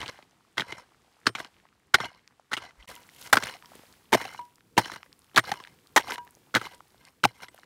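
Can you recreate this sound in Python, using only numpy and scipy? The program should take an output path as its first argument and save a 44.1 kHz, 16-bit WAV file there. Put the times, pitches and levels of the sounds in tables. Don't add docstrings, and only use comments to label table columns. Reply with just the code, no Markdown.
import sys
import numpy as np
from scipy import signal
from scipy.fft import rfft, irfft, next_fast_len
from scipy.io import wavfile
from scipy.ndimage import uniform_filter1d

SR = 44100
rng = np.random.default_rng(int(sys.argv[2]) if len(sys.argv) > 2 else 0)


def volts_from_db(level):
    exponent = np.asarray(level, float) / 20
    return 10 ** exponent


def wav_out(sig):
    wavfile.write(sys.argv[1], SR, np.round(np.clip(np.atleast_2d(sig).T, -1, 1) * 32767).astype(np.int16))


N = 337365
DROPOUT_START, DROPOUT_END = 2.859, 2.873

# arrival of the edge in seconds, dying time in ms, thud level in dB, grit level in dB.
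STROKES = [(0.56, 37, -23, -21.5), (1.25, 31.6, -19, -17), (1.34, 26, -26.5, -40),
           (1.93, 22.3, -22.5, -17.5), (2.5, 47, -24.5, -16), (3.315, 24.6, -17, -13.5),
           (3.362, 12.3, -16.5, -28.5), (4.11, 23.5, -11, -19.5), (4.755, 49, -12, -24),
           (5.335, 24.4, -20.5, -25.5), (5.95, 32, -21, -26.5), (6.53, 39.4, -16.5, -30),
           (7.222, 15, -15.5, -20)]
# pitch in Hz, time to fall 60 dB in seconds, level when rubbed in dB.
STEEL_RINGS = [(964, .22, -2), (1593, .14, -2), (2083, .06, 0), (2902, .055, -6), (4040, .06, -8),
               (5330, .06, -11), (8646, .14, -19), (9200, .08, -19), (11310, .15, -25)]
# frequency in Hz, density in dB per Hz.
GRAVEL_COLOUR = [(200, -25), (500, -10.5), (900, -2.5), (1600, -5), (3000, -8), (5000, -11), (8000, -23.5),
                 (12000, -44.5)]
# frequency in Hz, density in dB per Hz.
CLOD_COLOUR = [(20, -26.5), (60, -3.5), (120, -1.5), (300, -4), (500, -7.5), (900, -46)]


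def evened(x):
    return x / np.sqrt(np.mean(x ** 2) + 1e-20)


def peaked(x):
    return x / (abs(x).max() + 1e-20)


def add(mix, s, sound):
    part = mix[round(s * SR):][:len(sound)]
    part += sound[:len(part)]


def ringing(x, modes):
    size = next_fast_len(len(x))
    f = np.fft.rfftfreq(size, 1 / SR)
    gain = 0
    for k, (hz, width, db) in enumerate(modes):
        loss = 1j * f * abs(width)
        gain = gain + (-1) ** k * volts_from_db(db) * loss / (hz ** 2 - f ** 2 + loss + 1e-9)
    return irfft(rfft(x, size) * gain, size)[:len(x)]


def coloured(x, points):
    hz, db = np.transpose(points)
    size = next_fast_len(len(x))
    f = np.fft.rfftfreq(size, 1 / SR)
    gain = volts_from_db(np.interp(np.log(f + 1), np.log(hz), db))
    return evened(irfft(rfft(x, size) * gain, size)[:len(x)])


def wander(size, span):
    smooth = uniform_filter1d(rng.standard_normal(size), span)
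    return evened(uniform_filter1d(smooth, span))


def grains(size, per_s, spread_db):
    hit, sign, big = rng.random((size, 3)).T
    strength = volts_from_db(spread_db * np.minimum(-np.log(1 - big), 5))
    return (hit < per_s / SR) * np.sign(sign - .5) * strength


def crumbs(size, per_s, spread_db, low_hz, high_hz, cycles, count=9):
    clicks = grains(size, per_s, spread_db)
    which = rng.integers(0, count, size)
    out = np.zeros(size)
    for k, hz in enumerate(np.geomspace(low_hz, high_hz, count)):
        turns = np.arange(int(np.clip(cycles, 1, 12) * SR / hz)) * hz / SR
        shape = np.sin(2 * np.pi * turns) * np.hanning(len(turns)) ** .5 * np.exp(-2.5 * turns / cycles)
        click = evened(shape) / len(turns)
        out += signal.oaconvolve(clicks * (which == k), click)[:size] * np.sqrt(SR / hz)
    return evened(out)


def settling():
    # time in seconds, level in dB.
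    far_loose = [
        (0.0, -48),
        (0.28, -67),
        (1.59, -64.5),
        (1.69, -69.5),
        (2.63, -69.5),
        (2.85, -63),
    ]
    near_loose = [(2.88, -60), (3.2, -60), (3.5, -55.5), (3.62, -60.5), (3.76, -54.5), (4.1, -64.5),
                  (4.3, -60.5), (4.6, -69), (5.55, -64), (5.8, -64.5), (6.9, -64), (7.2, -69)]
    # frequency in Hz, density in dB per Hz.
    dust_colour = [(300, -19), (1500, -2.5), (4000, -7), (8000, 0), (13000, -0.5), (15600, -0.5),
                   (16200, -27)]
    t = np.arange(N) / SR
    moving_db = np.interp(t, *np.transpose(far_loose + near_loose)) + 66

    def level(far_db, near_db, share):
        return np.where(t < DROPOUT_END, far_db, near_db) + share * moving_db

    patter = rng.standard_normal(N) + .45 * crumbs(
        N, per_s=500, spread_db=3.5, low_hz=700, high_hz=5000, cycles=3.0, count=5)
    dust = rng.standard_normal(N) + 0.31 * crumbs(
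        N, per_s=530, spread_db=6.5, low_hz=4000, high_hz=14000, cycles=2.1, count=5)
    rumble = coloured(rng.standard_normal(N), CLOD_COLOUR)
    rumble_db = level(-70, -65.5, .4) + 2.2 * wander(N, span=1500)
    out = volts_from_db(level(-67.5, -68, 1)) * coloured(patter, GRAVEL_COLOUR)
    out += volts_from_db(level(-70.5, -72.5, 0.93)) * coloured(dust, dust_colour)
    return out + volts_from_db(rumble_db) * rumble


def nudge():
    out = np.zeros(N)
    length_s = .08
    t = np.arange(0, length_s, 1 / SR)
    add(out, 2.765, volts_from_db(-49) * np.sin(2 * np.pi * 50 * t) * np.sin(np.pi * t / length_s) ** 2)
    return out


def clatter():
    # start in seconds, peak level in dB, pitch in Hz.
    clacks = [(0.0156, -27, 3360), (0.0801, -22, 3440), (0.1903, -40, 720), (0.226, -46, 2840),
              (0.6206, -20.5, 1470), (0.9463, -49, 1160), (1.1688, -54, 1080), (1.2899, -27, 1720),
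              (1.3517, -23.5, 900), (1.447, -28.5, 3180), (1.5664, -47, 1510), (1.5859, -53, 1890),
              (1.5998, -48, 1720), (1.6884, -50, 2020), (1.727, -52, 1160), (2.2445, -55.5, 1670),
              (2.5257, -27, 1510), (2.5375, -12.5, 1910), (2.7085, -41, 1420), (2.9141, -37, 1210),
              (2.9629, -35, 3030), (3.0978, -43, 3230), (3.454, -28, 2020), (3.4703, -20.5, 1400),
              (3.4787, -29, 2240), (3.5395, -30.5, 2330), (3.5602, -45, 1120), (3.5893, -45, 2150),
              (3.6464, -40, 1080), (3.8347, -42.5, 730), (4.177, -25, 820), (4.2916, -35, 2050),
              (4.3242, -42, 776), (4.347, -30, 800), (4.3606, -47, 2070), (4.5575, -47, 5000),
              (4.8463, -39, 1852), (4.8699, -39, 1640), (4.8844, -45, 1770), (4.8992, -26, 990),
              (5.0066, -51, 1380), (5.2966, -53, 2546), (5.4808, -32, 950), (5.6387, -29.5, 2150),
              (5.6692, -46.5, 1544), (5.7885, -47.5, 1550), (5.8614, -48.5, 1160), (5.8716, -46, 4580),
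              (6.1204, -17.5, 1780), (6.1579, -25.5, 1830), (6.1816, -25, 1030), (6.2761, -41, 1810),
              (6.6618, -30, 2226), (6.7231, -41, 1946), (6.9562, -55, 1204), (7.4035, -36.5, 1167),
              (7.445, -37, 1730), (7.6433, -57, 3620)]
    # start in seconds, peak level in dB, pitch in Hz.
    splinters = [(0.0412, -42, 5120), (0.0877, -31, 5300), (0.3104, -45, 5080), (0.6918, -46, 5340),
                 (0.7202, -31, 5810), (0.784, -39, 5600), (1.4479, -45, 5600), (1.4629, -45.5, 5380),
                 (2.3992, -48, 5900), (2.6211, -37, 5250), (2.9537, -31, 10900), (3.0309, -42, 5040),
                 (3.0769, -43, 13090), (3.1481, -41, 7110), (3.3852, -29, 5860), (3.4249, -35.5, 5680),
                 (3.4391, -19.5, 5680), (3.7534, -34, 7580), (4.1453, -18.5, 7360), (4.1822, -35, 6120),
                 (4.2225, -43, 6930), (4.3376, -35, 6460), (4.3681, -47.5, 9430), (4.3727, -45, 5080),
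                 (4.5472, -50, 12000), (4.5575, -40, 7280), (5.0538, -45, 13300), (5.1656, -53.5, 13150),
                 (5.244, -47, 9560), (5.5391, -34, 6370), (5.7339, -56.5, 8570), (5.955, -43.5, 8380),
                 (5.9622, -10.5, 5170), (5.9949, -34, 6330), (6.107, -22.5, 5380), (6.1212, -31, 5380),
                 (6.1406, -38, 9220), (6.2494, -39, 11930), (6.3415, -53, 11900), (6.3591, -49, 9170),
                 (6.3888, -47.5, 12620), (6.5962, -44, 11900), (6.6151, -44, 6160), (6.622, -40, 12450),
                 (6.7486, -36, 7240), (6.7802, -48, 6460), (6.922, -50.5, 8870), (7.0854, -47, 5511),
                 (7.5459, -35, 11280), (7.6434, -59, 5100)]
    out, t = np.zeros(N), np.arange(768) / SR
    for rows, lasting_s, width in ((clacks, .009, .25), (splinters, .004, .6)):
        for s, db, hz in rows:
            after_grains = rng.standard_normal(len(t)) * volts_from_db(-60 * t / lasting_s)
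            snap = (t == 0) + 0.12 * after_grains
            stone = ringing(snap, [(hz, width * hz, 0), (1.8 * hz, 1.1 * hz, -9)])
            add(out, s, volts_from_db(db) * peaked(ringing(stone, [(1.05 * hz, 2.2 * hz, 0)])))
    return out


def pebbles():
    # start in seconds, peak level in dB, pitch in Hz.
    pebble_rows = [(1.653, -43, 880), (2.193, -50, 2155), (2.308, -49.5, 1000), (2.396, -41, 795),
                   (3.624, -36, 1020), (3.718, -39, 680), (3.752, -40.5, 396), (3.792, -41, 346),
                   (3.834, -45, 354), (4.582, -47.5, 1327), (4.607, -47.5, 1500), (5.03, -32.5, 1330),
                   (5.061, -42.5, 676), (5.314, -49, 1220), (5.649, -33, 1496), (5.673, -33.5, 1470),
                   (6.269, -40, 1010), (6.29, -46, 961), (6.369, -47.5, 541), (6.805, -33, 910),
                   (6.944, -46.5, 528), (7.544, -39.5, 560), (7.578, -40, 1680), (7.588, -40, 656),
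                   (7.633, -36.5, 1330)]
    # start in seconds, peak level in dB, pitch in Hz.
    chip_rows = [(2.2762, -34, 3470), (2.9532, -43, 3050), (3.0905, -37.5, 1900), (3.2255, -31.5, 2500),
                 (3.568, -45, 3760), (3.6581, -37.5, 2560), (3.926, -42, 4430), (4.4523, -48, 4520),
                 (5.1282, -34.5, 3000), (5.192, -40.5, 8560), (5.2191, -46.5, 3580), (5.2444, -52.5, 2600),
                 (5.618, -49, 3600), (5.6388, -41.5, 3000), (5.8718, -42, 4550), (6.3084, -39, 11200),
                 (6.351, -41.5, 6430), (6.98, -50.5, 3780), (7.0515, -37.5, 4320), (7.0853, -43.5, 2630),
                 (7.547, -48, 3200), (7.5966, -44, 3600)]
    out, t = np.zeros(N), np.arange(1024) / SR
    for s, db, hz in pebble_rows + chip_rows:
        tap = rng.standard_normal(len(t)) * volts_from_db(-60 * t / (.002 + 3 / hz)) * np.minimum(t * hz, 1)
        stone = ringing(tap, [(hz, .7 * hz, 0)])
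        add(out, s, volts_from_db(db) * peaked(ringing(stone, [(1.2 * hz, 1.5 * hz, 0)])))
    return out


def pull(top_s, db, swell_s, fade_s):
    blow_s = max([0] + [row[0] + .015 for row in STROKES if row[0] < top_s])
    swell_s, fade_s = max(swell_s, .004), max(fade_s, .01)
    t = np.arange(max(top_s - swell_s, blow_s), top_s + fade_s + .02, 1 / SR)
    away = np.maximum((top_s - t) / swell_s, (t - top_s) / fade_s)
    return t, db - 25 * away ** 1.4


def drag(top_s, top_db, swell_s, fade_s, share_db):
    # frequency in Hz, density in dB per Hz.
    hiss_colour = [(1200, -24), (3000, -4.5), (6000, -6), (11000, -2), (15600, -2.5), (16200, -34.5)]
    t, scrape_db = pull(top_s, top_db, swell_s, fade_s)
    sand_db = top_db + share_db + 1.3 * (scrape_db - top_db)
    slips = volts_from_db(3.1 * wander(len(t), span=220))
    crunch = grains(len(t), per_s=2400, spread_db=4.0) * slips

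    rubbed = np.zeros(len(t))
    for hz, _, db in STEEL_RINGS:
        touch = crunch * volts_from_db(5.5 * wander(len(t), span=1100))
        detuned_hz = hz * (1 + .012 * rng.standard_normal())
        rubbed += volts_from_db(db) * evened(ringing(touch, [(detuned_hz, 45 + 0.012 * hz, 0)]))
    rub_db = 0.8 - .5 * max(share_db + 14, 0)

    gravel = slips * crumbs(len(t), per_s=3000, spread_db=5.0, low_hz=500, high_hz=9000, cycles=5.0)
    clods = coloured(crunch * volts_from_db(1.3 * wander(len(t), span=600)), CLOD_COLOUR)
    scrape = evened(coloured(gravel, GRAVEL_COLOUR) + volts_from_db(rub_db) * evened(rubbed)) + volts_from_db(-14.0) * clods
    sand = slips * crumbs(len(t), per_s=12000, spread_db=3.5, low_hz=2500, high_hz=14000, cycles=4.0)
    fade = np.minimum(np.minimum((t - t[0]) / .004, (t[-1] - t) / .02), 1)
    return t[0], (volts_from_db(scrape_db) * scrape + volts_from_db(sand_db) * coloured(sand, hiss_colour)) * fade


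def drags():
    # time of the top in seconds, level in dB, swell in seconds, fade in seconds, sand share in dB.
    far_pulls = [(0.021, -36, 0.15, 0.079, -33), (0.093, -35.5, .04, 0.014, -29),
                 (0.126, -54, 0.051, 0.14, -27), (0.724, -42.5, .14, 0.04, -14),
                 (0.794, -47.5, 0.16, 0.073, -15), (1.403, -37, 0.052, 0.041, -8),
                 (1.461, -44.5, 0.11, 0.032, -21), (2.045, -37, .3, 0.078, -28),
                 (2.101, -55.5, .1, 0.18, -28), (2.631, -43.5, 0.072, 0.086, -26),
                 (2.694, -54.5, .2, 0.044, -28), (2.831, -53.5, 0.085, 0.035, -27)]
    near_pulls = [(2.878, -44.5, 0.0055, 0.19, -9), (3.24, -53, .22, 0.14, 2),
                  (3.265, -44.5, .06, .04, -20), (3.432, -46, 0.057, 0.025, -11.5),
                  (3.468, -35.5, 0.18, .1, -35), (3.535, -44, 0.14, 0.052, -30),
                  (4.166, -35, 0.035, 0.19, -30.5), (4.359, -50, 0.25, 0.11, -29),
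                  (4.81, -39.5, 0.028, 0.25, -28), (4.931, -40.5, .12, 0.07, -31),
                  (5.462, -43, 0.11, 0.29, -28.5), (5.526, -46, .15, 0.071, -10),
                  (5.622, -72, .2, 0.13, -23), (6.004, -37.5, 0.027, 0.042, -30),
                  (6.112, -35, .12, 0.072, -29), (6.146, -42, 0.13, 0.018, -7),
                  (6.581, -49.5, .02, 0.16, -15), (6.659, -36, .08, 0.038, -35),
                  (6.739, -51, .12, 0.046, -16), (7.076, -54.5, 0.12, 0.073, -18.5),
                  (7.273, -51, 0.027, 0.095, -19), (7.381, -57.5, 0.085, 0.11, -10),
                  (7.437, -41, 0.047, 0.037, -21), (7.593, -58, 0.14, 0.042, -6.5),
                  (7.64, -60, 0.055, 0.017, -23)]
    out = np.zeros(N)
    for row in far_pulls + near_pulls:
        add(out, *drag(*row))
    return out


def steel():
    # start in seconds, pitch in Hz, level in dB.
    knocks = [(0.64, 960, -46), (0.735, 4040, -49), (1.266, 8700, -38), (1.272, 3100, -31),
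              (1.274, 5400, -34), (2.9, 965, -51), (2.961, 962, -46.5), (2.96, 11400, -59),
              (3.636, 968, -48.5), (4.275, 4040, -45), (4.29, 2080, -41), (4.348, 2080, -44),
              (4.376, 2900, -45), (4.391, 966, -29), (4.797, 5350, -37), (4.81, 9100, -51),
              (5.395, 5330, -47), (5.4, 8700, -51), (5.568, 957, -44), (5.601, 962, -45),
              (5.604, 5330, -54), (5.988, 8700, -51), (6.1, 5330, -39), (6.122, 970, -35), (6.18, 963, -29),
              (6.18, 1590, -44), (6.181, 2890, -42), (6.743, 966, -50), (7.05, 2100, -53),
              (7.075, 2100, -53), (7.435, 977, -46), (7.434, 11300, -60), (7.485, 8700, -63),
              (7.486, 7900, -63)]
    out, t = np.zeros(N), np.arange(SR // 2) / SR
    mode_hz, mode_t60, _ = np.transpose(STEEL_RINGS)
    for s, hz, db in knocks:
        t60 = .8 * np.interp(hz, mode_hz, mode_t60)
        ring = volts_from_db(-60 * t / t60) * np.sin(2 * np.pi * hz * t)
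        twin = volts_from_db(-16 - 60 * t / (2.3 * t60)) * np.sin(2 * np.pi * (hz + 2.5) * t)
        add(out, s, volts_from_db(db) * (ring + twin) * np.minimum(t / 0.00082, 1))
    return out


def contact(db, stone_hz, dying_ms, thud_db, grit_db, snap):
    # pitch in Hz, width in Hz, level in dB.
    damped_head = [(360, 46, -1), (867, 140, 11), (1516, 120, 10), (2180, 753, 9.5), (2970, 990, 6),
                   (4340, 750, 2.5), (5160, 1500, -3.5), (6950, 1100, -19)]
    t = np.arange(4096) / SR
    dying = np.clip(dying_ms, 3, 90) / 1000
    crush = grains(len(t), per_s=5000, spread_db=4.0)
    crush = crush * volts_from_db(-60 * (t / dying) ** 1.225) * np.minimum(t / 0.0022, 1)

    crack = snap * abs(crush).max() * np.exp(-((t - .001) / .00003) ** 2)
    blow = crush + crack
    stone = ringing(blow, [(stone_hz, 0.15 * stone_hz, 0)])
    body = peaked(ringing(blow, damped_head)) + 1.6 * peaked(stone)

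    fines = rng.standard_normal(len(t)) * volts_from_db(-45 * (t / dying) ** 1.1) * np.minimum(t / 0.0033, 1)
    grit = ringing(peaked(crush) + 0.55 * fines, [
        (5000, 290, 3), (8870, 290, 6.5), (9550, 11000, -4.5), (11960, 350, 0.5), (14000, 5000, -33.5)])

    push = rng.standard_normal(len(t)) * volts_from_db(-60 * t / (dying + 0.005)) * np.minimum(t / 0.0011, 1)
    ground = ringing(push, [(117, 25, 1.0), (248, 110, -2.0), (387, 140, -0.5), (660, 82, -5.5)])
    thud = ringing(ground, [(307.0, 460, 0)])
    return volts_from_db(db) * (peaked(body) + volts_from_db(grit_db) * peaked(grit) + volts_from_db(thud_db) * peaked(thud))


def strikes():
    # start in seconds, peak level in dB, stone pitch in Hz.
    far_contacts = [(0.57, -25.5, 1480), (0.579, -9, 2000), (0.596, -12.5, 1840), (0.605, -18, 3520),
                    (0.619, -26, 1520), (1.256, -29.5, 1170), (1.266, -8.5, 4380), (1.268, -3, 1380),
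                    (1.289, -26, 1270), (1.35, -20, 2300), (1.938, -19.5, 1510), (1.941, -0.5, 1475),
                    (1.943, -1.5, 2160), (1.952, -11, 1940), (2.512, -36, 1460), (2.516, -23, 1420),
                    (2.531, -13, 2020), (2.567, -22.5, 2970), (2.573, -24.5, 1334)]
    near_contacts = [(3.327, 1.5, 1570), (3.328, -1, 875), (3.339, -12.5, 800), (3.354, -14.5, 1390),
                     (3.369, -2.5, 1410), (4.121, -19.5, 931), (4.128, -1.5, 894), (4.134, -5, 2220),
                     (4.144, -5, 950), (4.148, -7, 676), (4.767, -25.5, 2885), (4.777, 1.5, 875),
                     (4.784, -16, 1696), (5.344, -36, 866), (5.36, -12, 3700), (5.367, -4.5, 900),
                     (5.375, 5, 1565), (5.38, -2.5, 1165), (5.39, -9.5, 1880), (5.961, 0.5, 912),
                     (5.967, -4, 1007), (5.974, -1, 1900), (6.54, -15.5, 1480), (6.549, -6, 2084),
                     (6.557, -4.5, 1520), (6.565, -12, 1550), (7.233, -23.5, 3034), (7.238, -4, 1496),
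                     (7.246, -10.5, 2760), (7.251, -1, 813)]
    # start in seconds,
    # peak level in dB, stone pitch in Hz.
    far_stones = [(0.014, -26, 3500), (0.028, -23, 1020), (0.059, -27.5, 3500), (0.085, -33, 2080),
                  (0.188, -39, 607), (0.225, -41, 2310), (0.69, -41, 1420), (0.723, -20.5, 2150),
                  (1.4, -21, 1100), (1.447, -35.5, 1450), (2.002, -16.5, 1430), (2.032, -28, 1230),
                  (2.044, -25, 2920), (2.619, -43, 1410)]
    near_stones = [(3.383, -19.5, 1520), (3.424, -23.5, 1590), (3.434, -19, 2200), (4.213, -20.5, 1820),
                   (4.241, -29, 996), (4.251, -23.5, 765), (4.339, -41, 858), (4.392, -35, 930),
                   (4.857, -24, 1640), (4.917, -23.5, 1830), (4.959, -27.5, 1100), (5.439, -31, 1120),
                   (5.49, -24.5, 800), (5.516, -14.5, 830), (5.538, -29, 1200), (5.6, -31, 1018),
                   (5.994, -18, 840), (6.083, -25, 794), (6.107, -21.5, 1570), (6.119, -21, 950),
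                   (6.18, -29.5, 975), (6.613, -22.5, 1280), (6.653, -28, 2230), (7.431, -29.5, 2250),
                   (7.483, -35.5, 2050)]
    out, last = np.zeros(N), None
    for s, db, stone_hz in far_contacts + near_contacts:
        start, dying_ms, thud_db, grit_db = [row for row in STROKES if row[0] < s][-1]
        first = start != last
        slide = 1.5 if first else 1
        sound = contact(db, stone_hz, dying_ms * slide, thud_db - .45 * db, grit_db - 0.15 * db,
                        snap=0 if first else .7)
        add(out, s, sound)
        last = start
    for stones, grit_db in ((far_stones, -28), (near_stones, -24)):
        for s, db, stone_hz in stones:
            add(out, s, contact(db, stone_hz, dying_ms=18.5, thud_db=-13.0, grit_db=grit_db, snap=.8))
    return out


def scene():
    dig = pebbles() + drags() + steel() + strikes()
    bounce = 0.11 * np.roll(dig, 70)
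    dry = settling() + nudge() + clatter() + dig + bounce
    return dry[None]


def low_pass(x):
    return signal.sosfilt(signal.butter(12, 16810, fs=SR, output="sos"), x)


def record(dry):
    t = np.arange(N) / SR
    top = signal.sosfilt(signal.butter(2, 7000, "high", fs=SR, output="sos"), dry)
    low = signal.sosfilt(signal.butter(2, 7000, fs=SR, output="sos"), dry)
    heard = low - top * np.where(t < DROPOUT_START, volts_from_db(-13.5), 1)
    ceiling = .62
    limited = heard / (1 + abs(heard / ceiling) ** 6) ** (1 / 6)
    gate_s = [DROPOUT_START - .003, DROPOUT_START, DROPOUT_END, DROPOUT_END + 0.003]
    gate = np.interp(t, gate_s, [0.87, 0.022, .03, 0.78])
    band_edge = signal.firwin(255, 16000, window=("kaiser", 7), fs=SR)
    mix = signal.oaconvolve(limited * gate, band_edge[None], "same")
    return low_pass(mix)


dry = scene()
out = record(dry)
wav_out(out)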